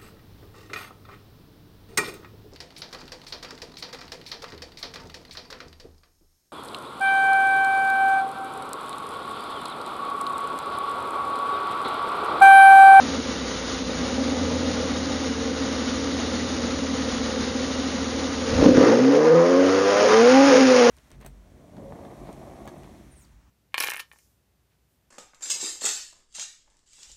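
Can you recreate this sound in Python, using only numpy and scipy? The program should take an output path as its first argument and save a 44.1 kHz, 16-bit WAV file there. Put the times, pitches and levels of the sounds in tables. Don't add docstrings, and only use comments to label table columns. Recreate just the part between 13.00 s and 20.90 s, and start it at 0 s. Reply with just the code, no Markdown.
import sys
import numpy as np
from scipy import signal
from scipy.fft import rfft, irfft
from scipy.io import wavfile
from scipy.ndimage import uniform_filter1d

SR = 44100
rng = np.random.default_rng(int(sys.argv[2]) if len(sys.argv) > 2 else 0)


def digitize_waveform(pressure):
    field = np.atleast_2d(pressure).T
    bounded = np.clip(field, -1, 1)
    quanta = np.round(bounded * 32767).astype(np.int16)
    wavfile.write(sys.argv[1], SR, quanta)


N = 348390
TIME = np.arange(N) / SR

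# time in seconds, firings per second.
FIRING_RATE = [(0, 39.1), (.22, 39.6), (.57, 29.2), (.79, 28.8), (1.25, 39.6), (1.46, 41.2), (2.73, 38.5),
               (3.47, 40.5), (4.32, 37.8), (5.5, 39.8), (5.72, 45.8), (5.9, 56), (6.25, 78.2), (6.47, 87.6),
               (6.78, 96.4), (7.05, 103.1), (7.18, 111.7), (7.37, 134), (7.46, 139.8), (7.56, 136.2),
               (7.9, 116.6)]
# time in seconds, load from 0 to 1.
ENGINE_LOAD = [(0, 0), (5.45, 0), (5.85, .95), (6.2, 1), (7.9, 1)]
# time in seconds, effort in dB relative to steady running.
ENGINE_EFFORT = [(.12, -2), (.33, -4), (.7, -5), (1.05, 0), (1.43, 1.5), (2.1, -1), (5.45, -1.5),
                 (5.6, 6.5), (5.72, -3), (5.84, 9), (6.03, -3), (6.38, 2.5), (6.62, -2.5), (7.0, -1),
                 (7.12, 6), (7.27, 2.5), (7.45, 3), (7.63, -3.5), (7.78, -1.5), (7.9, 0)]
# middle in seconds, half length in seconds, strength in dB.
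UNEVEN_BOUTS = [(5.58, 0.042, -20), (5.665, 0.057, -10), (5.82, 0.077, -12), (5.94, 0.059, -14.5),
                (6.15, 0.049, -14.5), (7.06, 0.076, -14.5), (7.55, 0.045, -5.5), (7.74, 0.07, -14.5),
                (7.87, 0.026, -13)]
# frequency in Hz, time to fall 60 dB in seconds.
GARAGE_T60 = [(80, 0.92), (300, 0.93), (1000, 0.37), (8000, 0.21)]
# middle in seconds, half length in seconds, level in dB.
GUSTS = [(5.55, .06, -53), (5.635, 0.1, -27), (5.79, 0.029, -34)]
# frequency in Hz, relative density in dB.
IDLE_HISS = [(100, -62.5), (1200, 3), (2500, -5), (2950, -0.5), (3200, -2.5), (3750, 1.5), (4700, -2),
             (6700, -1.5), (9200, -14), (10000, -21), (11000, -31.5), (12500, -42), (14000, -55)]
LOADED_HISS = [(30, -32), (100, -1.5), (400, -1.5), (1200, 11), (2500, 6), (4000, 0), (5300, 4.5),
               (6700, 1), (9300, -13), (10200, -17.5), (11000, -25), (12500, -48), (14000, -54.5)]
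IDLE_RASP = [(20, -41.5), (40, -8.5), (60, 5), (130, 4), (350, 8), (650, 0.5), (800, 3.5), (1000, -1.5),
             (1300, 1), (1650, -9.5), (1950, 0), (2500, -10.5), (4000, -28), (8000, -54)]
LOADED_RASP = [(60, -61.5), (130, -28), (300, 11.5), (600, 2), (900, 6.5), (1200, 8.5), (1600, 4),
               (2000, 2), (2800, -28.5), (4000, -14.5), (8000, -48)]
# start in seconds, level in dB.
FUEL_POPS = [(5.624, 1.5), (5.661, -1), (5.688, 0.5), (5.779, 2.5)]
# frequency in Hz, bandwidth in Hz, gain in dB at idle and under load.
PIPE_MODES = [(196.4, 8.1, -1.5, -3), (256.9, 14, 3, -5), (266, 13, -2, -10), (458, 30.6, -2.5, -0.5),
              (501, 25.3, -4.5, 6.5), (620, 10, -39.5, -30), (814, 190, -17.5, -21.5)]
CYLINDER_PULSES = [(0.2376, 0.93, 1), (0.2974, 0.82, 0.17), (0.205, 0.32, -1.3), (0.297, 0.82, 0.18),
                   (0.143, 0.84, -0.12), (0.197, 0.69, -0.21)]
# firing rate in Hz, level in dB.
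FUNDAMENTAL_BOOM = [(30, -72), (40, -77), (65, -58), (86, -62), (95, -41), (103, -48.5), (116, -46.5),
                    (140, -44.5)]
# centre in Hz, half width in Hz, gain in dB.
DRONE_RESONANCES = [(75, 96, -39), (86, 4.3, -32.5), (167.2, 5.2, -25), (232.3, 12.3, -22.5),
                    (270, 19, -14), (345, 58, -27), (445, 30.5, -18.5), (494.2, 31, -13.5),
                    (546.4, 13.6, -19), (608.4, 12.4, -19), (715, 38, -27), (806, 31, -21.5)]
# gain in dB at idle and under load, dB per dB of effort under load.
FIRING_HARMONICS = [(-4, 2.5, 0), (-12, -9, -2), (-19.5, 2, .5), (-16, -7, 0.5), (-13, 0, 1),
                    (-21.5, -8.5, 0.1), (-24, -9.5, 1.45)]


def amp(db):
    return 10 ** (np.asarray(db) / 20)


def curve(rows):
    return np.interp(TIME, *np.transpose(rows))


def spectrum_at(points, hz):
    f, value = np.transpose(points)
    return np.interp(np.log(hz + 1), np.log(f), value)


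def bells(rows, axis):
    return sum(amp(db) * np.exp(-((axis - middle) / half) ** 2) for middle, half, db in rows)


def colour(x, points):
    y = irfft(rfft(x) * amp(spectrum_at(points, np.fft.rfftfreq(N, 1 / SR))), N)
    return y / y.std()


def levelled(x, size):
    return x / np.sqrt(uniform_filter1d(uniform_filter1d(x ** 2, size), size) + 1e-12)


def wander(hz):
    y = irfft(rfft(rng.standard_normal(N)) / (1 + (np.fft.rfftfreq(N, 1 / SR) / hz) ** 4), N)
    return y / y.std()


def garage(x, wet_db, echoes_per_s=2000):
    size = SR // 2
    echoes = rng.choice([-1., 1.], size) * (rng.random(size) < echoes_per_s / SR) * (TIME[:size] > .004)
    hz, t, bands = signal.stft(echoes, SR, nperseg=256)
    decay = amp(-60 * t / spectrum_at(GARAGE_T60, hz)[:, None])
    tail = signal.istft(bands * decay, SR, nperseg=256)[1]
    return x + amp(wet_db) * signal.fftconvolve(x, tail / np.linalg.norm(tail))[:N]


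def gust():
    rumble = colour(rng.standard_normal(N), [(10, -13), (30, 3), (90, 5.5), (160, 2), (500, -57.5)])
    return bells(GUSTS, TIME) * rumble


def hiss(cycles, load, idle_depth=0.015, load_depth=0.18, crank=0.082, cam=0.045, flutter=.1):
    angle = 2 * np.pi * cycles
    firing = 1 + (idle_depth + load * (load_depth - idle_depth)) * np.cos(angle)
    shafts = 1 + crank * np.cos(angle / 3) + cam * np.cos(angle / 6 - 1)
    noise = rng.standard_normal(N) * firing * shafts * (1 + flutter * wander(250))
    blend = np.sqrt(1 - load) * colour(noise, IDLE_HISS) + np.sqrt(load) * colour(noise, LOADED_HISS)
    return garage(blend, wet_db=-9.5)


def rasp(cycles, load, depth=0.2, snarl_db=1, uneven=0.18):
    angle = 2 * np.pi * cycles
    jet = rng.standard_normal(N) * (1 + depth * np.cos(angle)) * (1 + 0.053 * np.cos(angle / 3))
    crank = (cycles + 0.0069 * wander(40)) / 3
    fronts = np.zeros(N)
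    for order in range(19, 46):
        strength = (uneven if order % 3 else 1) / order * (1 + .45 * wander(4))
        fronts += strength * np.cos(2 * np.pi * (order * crank + rng.random()))
    snarl = amp(snarl_db) * levelled(colour(fronts, LOADED_RASP), size=8000)
    blend = (1 - load) ** 2 * colour(jet, IDLE_RASP) + load * (colour(jet, LOADED_RASP) + snarl)
    return levelled(garage(blend, wet_db=-5.5), size=4000)


def gas_noise(cycles, rate, load, effort_db, bouts, idle_db=-34.5, rasp_load_db=-26.5, hiss_top_db=-22):
    rasp_gain = amp((1 - load) * (idle_db + 0.26 * effort_db) + load * (rasp_load_db + effort_db))
    high_revs = 1 / (1 + np.exp((99 - rate) / 6))
    hiss_db = idle_db + high_revs * (hiss_top_db - idle_db) + 0.12 * effort_db
    hiss_gain = np.hypot(amp(hiss_db), amp(-19) * load * bouts)
    drift = amp(0.65 * wander(7))
    return drift * (rasp_gain * rasp(cycles, load) + hiss_gain * hiss(cycles, load))


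def pops(low_hz=275, high_hz=500, rise_s=0.0018, ring_s=0.0056, crack_s=0.00072, dull_hz=4200):
    out, t = np.zeros(N), TIME[:SR // 20]
    ring = np.sin(2 * np.pi * low_hz * t) + amp(-6) * np.sin(2 * np.pi * high_hz * t)
    ring *= (1 - np.exp(-t / rise_s)) * np.exp(-t / ring_s)
    for start, db in FUEL_POPS:
        burst = rng.standard_normal(len(t)) * np.exp(-t / crack_s)
        crack = signal.lfilter(*signal.butter(4, dull_hz, fs=SR), burst)
        out[int(start * SR):][:len(t)] += amp(db) * (ring / abs(ring).max() + amp(-16) * crack)
    radiated = signal.lfilter(*signal.butter(2, 130, "highpass", fs=SR), out)
    return garage(radiated, wet_db=-8)


def pipe(x, load):
    modes = np.zeros(N)
    for hz, width, idle_db, load_db in PIPE_MODES:
        ring = signal.lfilter(*signal.iirpeak(hz, hz / width, SR), x)
        modes += amp(idle_db + load * (load_db - idle_db)) * ring
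    return signal.sosfilt(signal.butter(4, [185, 850], "bandpass", fs=SR, output="sos"), modes)


def burble(cycles, load, scatter=.26, jitter_s=.00018, puff_gain=.045, puff_cycles=.3):
    firing = np.arange(int(cycles[-1]) - 1)
    delay, idle, excess = np.array(CYLINDER_PULSES)[firing % len(CYLINDER_PULSES)].T
    loaded = np.interp(firing, cycles, load)
    chance = rng.standard_normal((len(firing), 2)) * (1 - .4 * loaded)[:, None]
    start_s = np.interp(firing + delay * (1 - loaded), cycles, TIME) + jitter_s * chance[:, 0]
    onsets = np.clip(start_s * SR, 0, N - 1).astype(int)
    pulses = np.zeros(N)
    pulses[onsets] = idle + loaded * (excess - idle) + scatter * chance[:, 1]
    latest = onsets[np.maximum(np.searchsorted(onsets, np.arange(N), "right") - 1, 0)]
    puffs = pulses[latest] * np.exp(-abs(cycles - cycles[latest]) / puff_cycles) * rng.standard_normal(N)
    exhaust = pipe(pulses + puff_gain * puffs, load)
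    return levelled(garage(exhaust, wet_db=1), size=6000)


def drone(cycles, rate, load, effort_db, idle_waver=0.063, load_waver=0.028, valley_db=-45):
    waver = idle_waver + load * (load_waver - idle_waver)
    phase = cycles + 0.011 * load * wander(34)
    hz = np.arange(1000.)
    response = amp(valley_db) + bells(DRONE_RESONANCES, hz)
    out = amp(spectrum_at(FUNDAMENTAL_BOOM, rate)) * np.cos(2 * np.pi * phase)
    for k, (idle_db, load_db, push) in enumerate(FIRING_HARMONICS, 2):
        drive = amp((1 - load) * (idle_db + 0.9 * effort_db) + load * (load_db + push * effort_db))
        resonance = np.interp(k * rate, hz, response)
        flicker = 1 + k * waver * wander(20)
        out += drive * resonance * flicker * np.cos(2 * np.pi * (k * phase + rng.random()))
    return np.sqrt(2) * out


def exhaust_note(cycles, rate, load, effort_db, bouts, idle_db=-29, load_db=-28, break_up_db=-8.5):
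    steady = amp((1 - load) * (idle_db + effort_db) + load * (load_db - 0.94 * effort_db))
    chug = 1 + 0.14 * (1 - load) * np.cos(np.pi * cycles)
    burble_gain = np.hypot(steady, amp(-4) * bouts) * chug
    drone_gain = 1 / (1 + (bouts / amp(break_up_db)) ** 2)
    return drone_gain * drone(cycles, rate, load, effort_db) + burble_gain * burble(cycles, load)


def scene():
    rate = curve(FIRING_RATE)
    cycles = np.cumsum(rate) / SR
    engine = cycles, rate, curve(ENGINE_LOAD), curve(ENGINE_EFFORT), bells(UNEVEN_BOUTS, TIME)
    return (exhaust_note(*engine) + gas_noise(*engine) + pops() + gust())[None]


def record(dry, threshold_db=-15, squeeze=0.43, follow_s=0.018, notch_hz=(6950, 9060), top_hz=13000):
    pole = np.exp(-1 / (follow_s * SR))
    power_db = 10 * np.log10(signal.lfilter([1 - pole], [1, -pole], dry ** 2) + 1e-12)
    held = dry * amp(-squeeze * np.maximum(power_db - threshold_db, 0))
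    rounded = held / (1 + abs(held) ** 8) ** (1 / 8)
    taps = signal.firwin(1023, [*notch_hz, top_hz], window=("kaiser", 7), fs=SR)
    return signal.oaconvolve(rounded, taps[None], "same")


dry = scene()
out = record(dry)
digitize_waveform(out)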